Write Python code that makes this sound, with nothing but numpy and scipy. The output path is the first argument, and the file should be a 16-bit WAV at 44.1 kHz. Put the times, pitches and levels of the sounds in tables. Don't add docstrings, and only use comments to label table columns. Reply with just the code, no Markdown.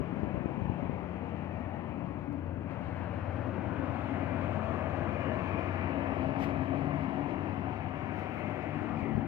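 import sys
import numpy as np
from scipy import signal
from scipy.io import wavfile
from scipy.ndimage import uniform_filter1d

SR = 44100
rng = np.random.default_rng(int(sys.argv[2]) if len(sys.argv) > 2 else 0)


def dump(signal):
    limited = np.clip(np.atleast_2d(signal).T, -1, 1)
    pcm = np.round(limited * 32767).astype(np.int16)
    wavfile.write(sys.argv[1], SR, pcm)


N = 408807
FRAME, HOP = 1024, 256
TIME, FRAME_HZ = np.arange(N) / SR, np.fft.rfftfreq(FRAME, 1 / SR)[:, None]


def first_engine():
    # t/s, f/Hz
    firing = [(0, 88), (2.2, 89.47), (4.2, 91.64), (5.8, 92.64), (8.0, 97.26), (9.27, 100.6)]
    # t/s, firing level/dB, octave level/dB
    levels = [(0, -47, -47), (.3, -48, -47.5), (.52, -48, -53), (.72, -50, -41), (1.0, -48, -45),
              (1.4, -43.5, -44.5), (1.6, -42, -51.5), (1.85, -47, -50.5), (2.05, -50, -45),
              (2.25, -49, -53), (2.5, -37.5, -52), (2.76, -48.5, -46), (3.05, -39, -52), (3.76, -42, -51.5),
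              (4.3, -41.5, -55.5), (5.8, -39.5, -50.5), (6.26, -44.5, -64), (6.5, -40.5, -64),
              (7.0, -43, -62), (7.27, -55, -69), (7.5, -42, -48.5), (8.0, -43.5, -54.5), (9.27, -52.5, -56)]
    hz = curves(firing, TIME)[0]
    return sum(tone(k * hz, db, waver_db=1.4, jitter_hz=.9 * k, jitter_per_s=7)
               for k, db in zip((1, 2), curves(levels, TIME)))


def second_engine():
    # multiple, usual level/dB
    orders = [(2, -54.5), (3, -60), (4, -51.5), (6, -56), (8, -58)]
    # start t/s, length/s, multiple, peak level/dB
    swells = [(0, 1.2, 4, -47), (0, 0.47, 6, -45), (1.0, 1, 6, -49), (2.0, 3.3, 3, -44.5),
              (3.6, 1.9, 4, -49.5), (4.103, 1.05, 6, -45.5), (3.0, 5.8, 2, -49.5), (4.6, 1.16, 3, -49),
              (5.598, 0.41, 4, -46), (6.5, .2, 4, -42), (6.7, .42, 4, -37), (7.16, .16, 4, -39),
              (7.0, 0.4, 6, -46.5), (8.2, 0.75, 4, -51), (8.66, 0.72, 6, -40.5), (2.12, .4, 8, -44),
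              (8.55, .55, 8, -44.5)]
    start_hz, rise_hz, settle_s = 34.71, 3.6, 4.0
    hz = start_hz + rise_hz * (1 - np.exp(-TIME / settle_s))
    out = 0
    for k, usual_db in orders:
        swell = sum(gain_of(db) * arch(TIME, s, length) for s, length, order, db in swells if order == k)
        out += np.hypot(gain_of(usual_db), swell) * tone(k * hz, 0, jitter_hz=.45 * k, jitter_per_s=8)
    return out


def exhaust_boom():
    # t/s, f/Hz, level/dB that the partials are set against
    boom = [(1.8, 268, -60), (2.25, 270, -46), (2.6, 267, -47), (2.9, 266, -48), (3.2, 265, -51),
            (3.45, 262, -47), (3.7, 268, -47), (3.85, 266, -40.5), (4.05, 273, -42), (4.25, 270, -40.5),
            (4.42, 274, -41), (4.6, 263, -44), (4.9, 270, -49), (5.88, 268, -50), (5.93, 272, -35),
            (6.1, 275, -38.5), (6.22, 266, -42), (6.34, 274, -36), (6.5, 279, -36.5), (6.64, 270, -36.5),
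            (6.83, 279, -36.5), (7.02, 273, -35.5), (7.11, 272, -43), (7.21, 281, -35), (7.3, 281, -37),
            (7.37, 275, -45), (7.44, 274, -41), (7.52, 274, -45), (7.66, 274, -39.5), (7.73, 270, -49),
            (8.1, 264, -46), (8.4, 266, -54), (9.0, 275, -54), (9.15, 278, -45), (9.27, 278, -50)]
    hz, level_db = curves(boom, TIME)
    fade_in = np.clip((TIME - boom[0][0]) / 0.18, 0, 1)
    return fade_in * sum(tone(hz + apart_hz, level_db + db, jitter_hz=1.8, jitter_per_s=9)
                         for apart_hz, db in ((-11, -9), (0, -1.5), (10, -10)))


def whines():
    # start t/s, length/s, from f/Hz, to f/Hz, peak level/dB
    notes = [(1.05, .4, 468, 473, -55), (4.2, .6, 665, 655, -49.5), (4.65, .85, 650, 632, -47.5),
             (5.45, .7, 658, 634, -47), (6.1, 1.05, 662, 644, -48), (7.3, 2.0, 750, 756, -53),
             (8.0, .9, 598, 606, -51), (7.8, .7, 955, 955, -55)]
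    out = 0
    for s, length, from_hz, to_hz, db in notes:
        hz = glide(TIME, s, length, from_hz, to_hz)
        envelope = np.sqrt(arch(TIME, s, length) + 1e-9)
        out += envelope * tone(hz, db, waver_db=3, jitter_hz=2.5, jitter_per_s=4)
    return out


def road_spectrum():
    # t/s, roar level/dB, brightness/dB, hiss/dB (both used about their means), rumble level/dB
    traffic = [(0, -46, -9.5, -35.5, -41), (.9, -46.5, -10, -35.5, -42), (1.8, -46.5, -10.5, -37.5, -40),
               (2.4, -49, -13, -37.5, -42), (2.65, -50, -12.5, -38.5, -41), (2.71, -48, -9, -31.5, -46),
               (3.1, -45.5, -10.5, -34.5, -46.5), (3.5, -43.5, -12, -36.5, -41),
               (4.1, -42, -9.5, -33.5, -39), (4.7, -40.5, -10.5, -35.5, -41), (5.3, -41.5, -8, -33, -38),
               (5.8, -40, -8.5, -36, -37), (6.5, -42, -8, -33, -36), (7.3, -43.5, -8.5, -34.5, -38),
               (7.8, -46, -6, -32.5, -40), (8.35, -45, -5.5, -32, -41.5), (8.95, -43.5, -8.5, -33, -38),
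               (9.27, -47.5, -7.5, -32, -37.5)]
    # f/Hz, relative level/dB
    roar_colour = [(220, -25), (380, -22), (480, -3.5), (650, -3), (830, -5.5), (1130, -9), (1540, -15.5),
                   (2470, -17), (2950, -24.5), (3590, -38.5), (4000, -40), (4600, -46.5), (5500, -52.5),
                   (7000, -57.5), (8800, -63.5), (10000, -66), (15000, -74.5)]
    # f/Hz, relative level/dB
    rumble_colour = [(18, -48), (30, -37.5), (62, -23), (92, 5), (177, 2.5), (271, 7), (405, 0),
                     (500, -32.5), (650, -48.5), (1100, -120)]
    # start t/s, length/s, from f/Hz, to f/Hz, width/Hz, peak gain/dB
    bands = [(4.5, 2.4, 1660, 1730, 54, 5.5), (1.1, 1.1, 1820, 1830, 98, 5.5), (1, 4.2, 320, 460, 38, -5),
             (2, 2.86, 1570, 1500, 280, 4.5), (5, 6.9, 500, 630, 65, -2), (5.5, 5.3, 728, 765, 29, 8),
             (2.5, 1.4, 380, 330, 34, 4.5), (2, 1.2, 530, 580, 47, 2.5), (0, 0.93, 1200, 1255, 180, -3),
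             (5.04, .26, 2410, 2430, 65, 11), (5.36, .5, 2410, 2380, 60, 9), (5.16, .22, 2900, 2860, 90, 9),
             (8.95, .2, 2500, 1800, 260, 9), (8.91, .12, 5400, 4400, 300, 8),
             (8.88, .14, 1220, 1350, 150, 7), (2.68, .08, 4500, 4500, 900, 4),
             (2.82, .08, 4300, 4300, 900, 3), (8.85, .4, 1640, 1480, 80, -8), (.95, .7, 440, 400, 22, -7),
             (5.6, 2.5, 275, 275, 26, -7), (8.6, .9, 228, 228, 22, -5), (.4, 2.0, 178, 181, 20, -3),
             (3.7, 3.6, 655, 645, 30, 2.5), (4.2, 1.6, 1180, 1110, 60, 4),
             (6.2, 1.2, 1400, 1330, 110, -2.5), (5.5, .9, 2050, 1950, 120, 3.5),
             (6.5, 1.4, 1120, 880, 110, 2.5), (8, 1, 2250, 2000, 200, 2.5)]
    f, t = FRAME_HZ, frames(np.zeros(N))[1]
    roar_db, bright_db, hiss_db, rumble_db = curves(traffic, t)
    top = np.clip(np.log2((f + 1) / 2900) / 0.52, 0, 1)
    upper_mids = np.clip(np.log2((f + 1) / 800) / 1.13, 0, 1) - top
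    flicker_db = wander(30)[np.minimum(t * SR, N - 1).astype(int)]
    tilt_db = upper_mids * (bright_db - bright_db.mean()) + top * (hiss_db - hiss_db.mean() + flicker_db)
    tread_hz = 556 + 9 * t
    hum_db = 3.2 * np.exp(-((f - tread_hz) / 45) ** 2)
    roar = colour(roar_colour) * gain_of(roar_db + 2.5 + hum_db + tilt_db)
    rumble = colour(rumble_colour) * gain_of(rumble_db)
    patches = uniform_filter1d(rng.standard_normal(roar.shape), size=6, axis=0)
    ripple_db = 1.15 * unit_rms(uniform_filter1d(patches, size=30, axis=1))
    for s, length, from_hz, to_hz, width_hz, db in bands:
        band = np.exp(-((f - glide(t, s, length, from_hz, to_hz)) / width_hz) ** 2)
        ripple_db += db * arch(t, s, length) * band
    return np.hypot(roar, rumble) * gain_of(ripple_db)


def air_valve():
    # start t/s, peak level/dB, rise time/s
    puffs = [(6.378, -45, 0.065), (8.15, -58, 0.05)]
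    # f/Hz, relative level/dB
    air_colour = [(1200, -23), (2000, 4.5), (2600, 2), (3500, -10.5), (4500, -15), (5500, -17.5),
                  (7000, -27), (9800, -31), (13500, -28.5), (15400, -26)]
    envelope = 0
    for s, db, rise_s in puffs:
        rise = np.clip((TIME - s) / rise_s, 0, 1) ** 0.84
        after = np.maximum(TIME - s - rise_s, 0)
        envelope += gain_of(db) * rise * (0.55 * np.exp(-after / 0.008) + 0.45 * np.exp(-after / 0.045))
    return envelope * noise(colour(air_colour))


def wind():
    # f/Hz, relative level/dB
    wind_colour = [(25, -14), (45, -8), (65, -3), (90, 0), (170, -1), (250, -5), (350, -11), (500, -18),
                   (900, -45), (2000, -120)]
    # middle t/s, length/s, peak level/dB
    gusts = [(0, 0.064, -27.5), (0.498, 1.8, -41.5), (2.753, 0.24, -47), (3.0, 0.18, -45),
             (3.252, 0.33, -41.5), (3.504, 0.33, -45), (3.743, 0.26, -41), (4.598, 1.8, -45),
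             (6.497, 1.8, -46.5), (9.0, 0.5, -45), (9.158, 0.16, -37.5)]
    # t/s, peak level/dB, f/Hz
    thumps = [(.128, -28, 130), (.172, -25, 140), (.196, -26, 230), (.234, -18.5, 180), (.275, -28, 190),
              (.346, -26.5, 110), (.378, -26, 90), (.411, -27, 110), (.4592, -18.5, 180), (.5803, -24, 130),
              (.622, -24, 85), (.657, -24.5, 110), (.6991, -18.5, 130), (.83, -22, 140), (.856, -25.5, 150),
              (.8971, -20.5, 165), (.935, -28, 125), (2.886, -25, 130), (3.800, -24, 149.2),
              (8.820, -24.5, 130), (9.03, -26, 100), (9.1218, -24, 170), (9.155, -22, 95),
              (9.18, -18.5, 150), (9.2, -25, 90)]
    breeze_db, eddies_per_s, eddy_share = -46, 25, .3
    lumps = noise(colour(wind_colour)) * gain_of(3 * wander(40))
    kicks = (rng.random(N) < eddies_per_s / SR) * np.minimum(rng.exponential(1, N), 2)
    small_eddies = signal.oaconvolve(kicks, eddy(TIME[:800] - TIME[400], hz=139), "same")
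    gusting = sum(gain_of(db) * arch(TIME, s - length / 2, length) ** 2 for s, length, db in gusts)
    strength = np.hypot(gain_of(breeze_db - wander(5)), gusting)
    buffeting = strength * unit_rms(unit_rms(lumps) + eddy_share * unit_rms(small_eddies))
    return buffeting + sum(gain_of(db) * eddy(TIME - s, hz) for s, db, hz in thumps)


def eddy(t, hz):
    phase = 2 * np.pi * hz * t
    return -np.tanh(2 * phase) * np.exp(.2 - .3 * np.minimum(phase ** 2, 300))


def microphone_hiss():
    # f/Hz, relative level/dB
    hiss_colour = [(2000, -18), (4000, -3), (7000, -4.5), (9800, -4.5), (11500, 2), (12600, -4.5),
                   (13500, 2.5), (15000, -6.5)]
    return np.array([gain_of(db) * noise(colour(hiss_colour)) for db in (-88.5, -90)])


def hand_rustle():
    # start t/s, length/s, peak level/dB
    moves = [(8.14, 0.11, -78), (8.22, 0.24, -79), (8.3, .38, -84), (8.72, .07, -86)]
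    # f/Hz, relative level/dB
    rustle_colour = [(8000, -19), (10000, -8), (11500, 2.5), (12600, -3), (15000, -9)]
    envelope = np.sqrt(sum((gain_of(db) * arch(TIME, s, length)) ** 2 for s, length, db in moves))
    return noise(colour(rustle_colour)) * envelope * gain_of(1.2 * wander(25))


def body_ticks():
    # t/s, level/dB
    ticks = [(1.8806, -75), (1.9701, -73), (2.3274, -60), (2.9961, -70), (8.7794, -68)]
    out = np.zeros((2, N))
    decay = np.exp(-TIME[:200] / 0.0012)
    for s, db in ticks:
        snap = decay * uniform_filter1d(rng.standard_normal((2, 200)), size=2)
        out[:, round(s * SR):][:, :200] += gain_of(db) * snap
    return out


def shaded_port(direct, scattered):
    # f/Hz, level difference/dB, phase lead/rad
    ports = [(60.3, 5.5, 0.34), (142, 10.5, 0.048), (293, 14, 0.5), (606, 17.5, .06), (1090, 14, 0.0075),
             (1930, 10, 0.06), (2400, 10.5, 0.08), (2800, 16.5, 0.12), (3500, 12.5, 0.15), (4550, 7, 0.12),
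             (5530, 2.5, 0.1), (8000, 3, 0.11), (13100, -2, 0.12)]
    # f/Hz, coherence (0-1)
    likeness = [(60, .88), (150, .95), (300, .98), (700, .86), (1200, .66), (2200, .55), (3500, .38),
                (8000, .4)]
    # t/s, left port's lag/ms
    bearing = [(0, -0.15), (2, -0.14), (2.8, -0.12), (4, 0.11), (5, 0.13), (6.5, .25), (7.6, 0.21),
               (9.27, 0.096)]
    _, t, spectrum = frames(direct)
    port_hz, *columns = np.transpose(ports)
    shade_db, lead = (np.interp(np.log(FRAME_HZ + 1), np.log(port_hz), c) for c in columns)
    coherence = curves(likeness, FRAME_HZ)[0]
    lag_s = curves(bearing, t)[0] / 1000
    shift = np.exp(1j * (2 * np.pi * FRAME_HZ * lag_s - lead))
    mixed = coherence * shift * spectrum + np.sqrt(1 - coherence ** 2) * frames(scattered)[2]
    return unframe(gain_of(-shade_db) * mixed)


def tone(hz, db, jitter_hz, jitter_per_s, waver_db=1.5):
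    turns = np.cumsum(hz + jitter_hz * wander(jitter_per_s)) / SR + rng.random()
    return np.sqrt(2) * gain_of(db + waver_db * wander(9)) * np.sin(2 * np.pi * turns)


def noise(shape):
    return unframe(frames(rng.standard_normal(N))[2] * shape * np.sqrt(FRAME / 2))


def colour(points):
    f, db = np.transpose(points)
    gain = gain_of(np.interp(np.log(FRAME_HZ + 1), np.log(f + 1), db))
    return gain / np.linalg.norm(gain)


def wander(per_s):
    step = int(SR / per_s)
    knots = rng.standard_normal(N // step + 2)
    return unit_rms(np.interp(np.arange(N) / step, np.arange(len(knots)), knots))


def curves(rows, at):
    axis, *columns = np.transpose(rows)
    return [np.interp(at, axis, c) for c in columns]


def arch(t, start, length):
    return np.sin(np.pi * np.clip((t - start) / length, 0, 1))


def glide(t, start, length, from_hz, to_hz):
    return from_hz + (to_hz - from_hz) * np.clip((t - start) / length, 0, 1)


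def gain_of(db):
    return 10 ** (np.asarray(db) / 20)


def unit_rms(x):
    return x / np.sqrt(np.mean(abs(x) ** 2) + 1e-20)


def frames(x):
    return signal.stft(x, SR, nperseg=FRAME, noverlap=FRAME - HOP)


def unframe(z):
    return signal.istft(z, SR, nperseg=FRAME, noverlap=FRAME - HOP)[1][..., :N]


def scene():
    road, puffs = road_spectrum(), air_valve()
    direct = noise(road) + first_engine() + second_engine() + exhaust_boom() + whines() + puffs
    right = shaded_port(direct, scattered=noise(road) + .5 * air_valve())
    out = gain_of(3) * np.array([direct + wind(), right]) + microphone_hiss()
    out[1] += hand_rustle()
    return out + body_ticks()


def record(dry):
    low_hz, edge_hz = 47, 15480
    thin = signal.sosfiltfilt(signal.butter(2, low_hz, "high", fs=SR, output="sos"), dry)
    band_limit = signal.firwin(511, edge_hz, window=("kaiser", 9), fs=SR)
    return signal.oaconvolve(thin, band_limit[None], "same")


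dry = scene()
out = record(dry)
dump(out)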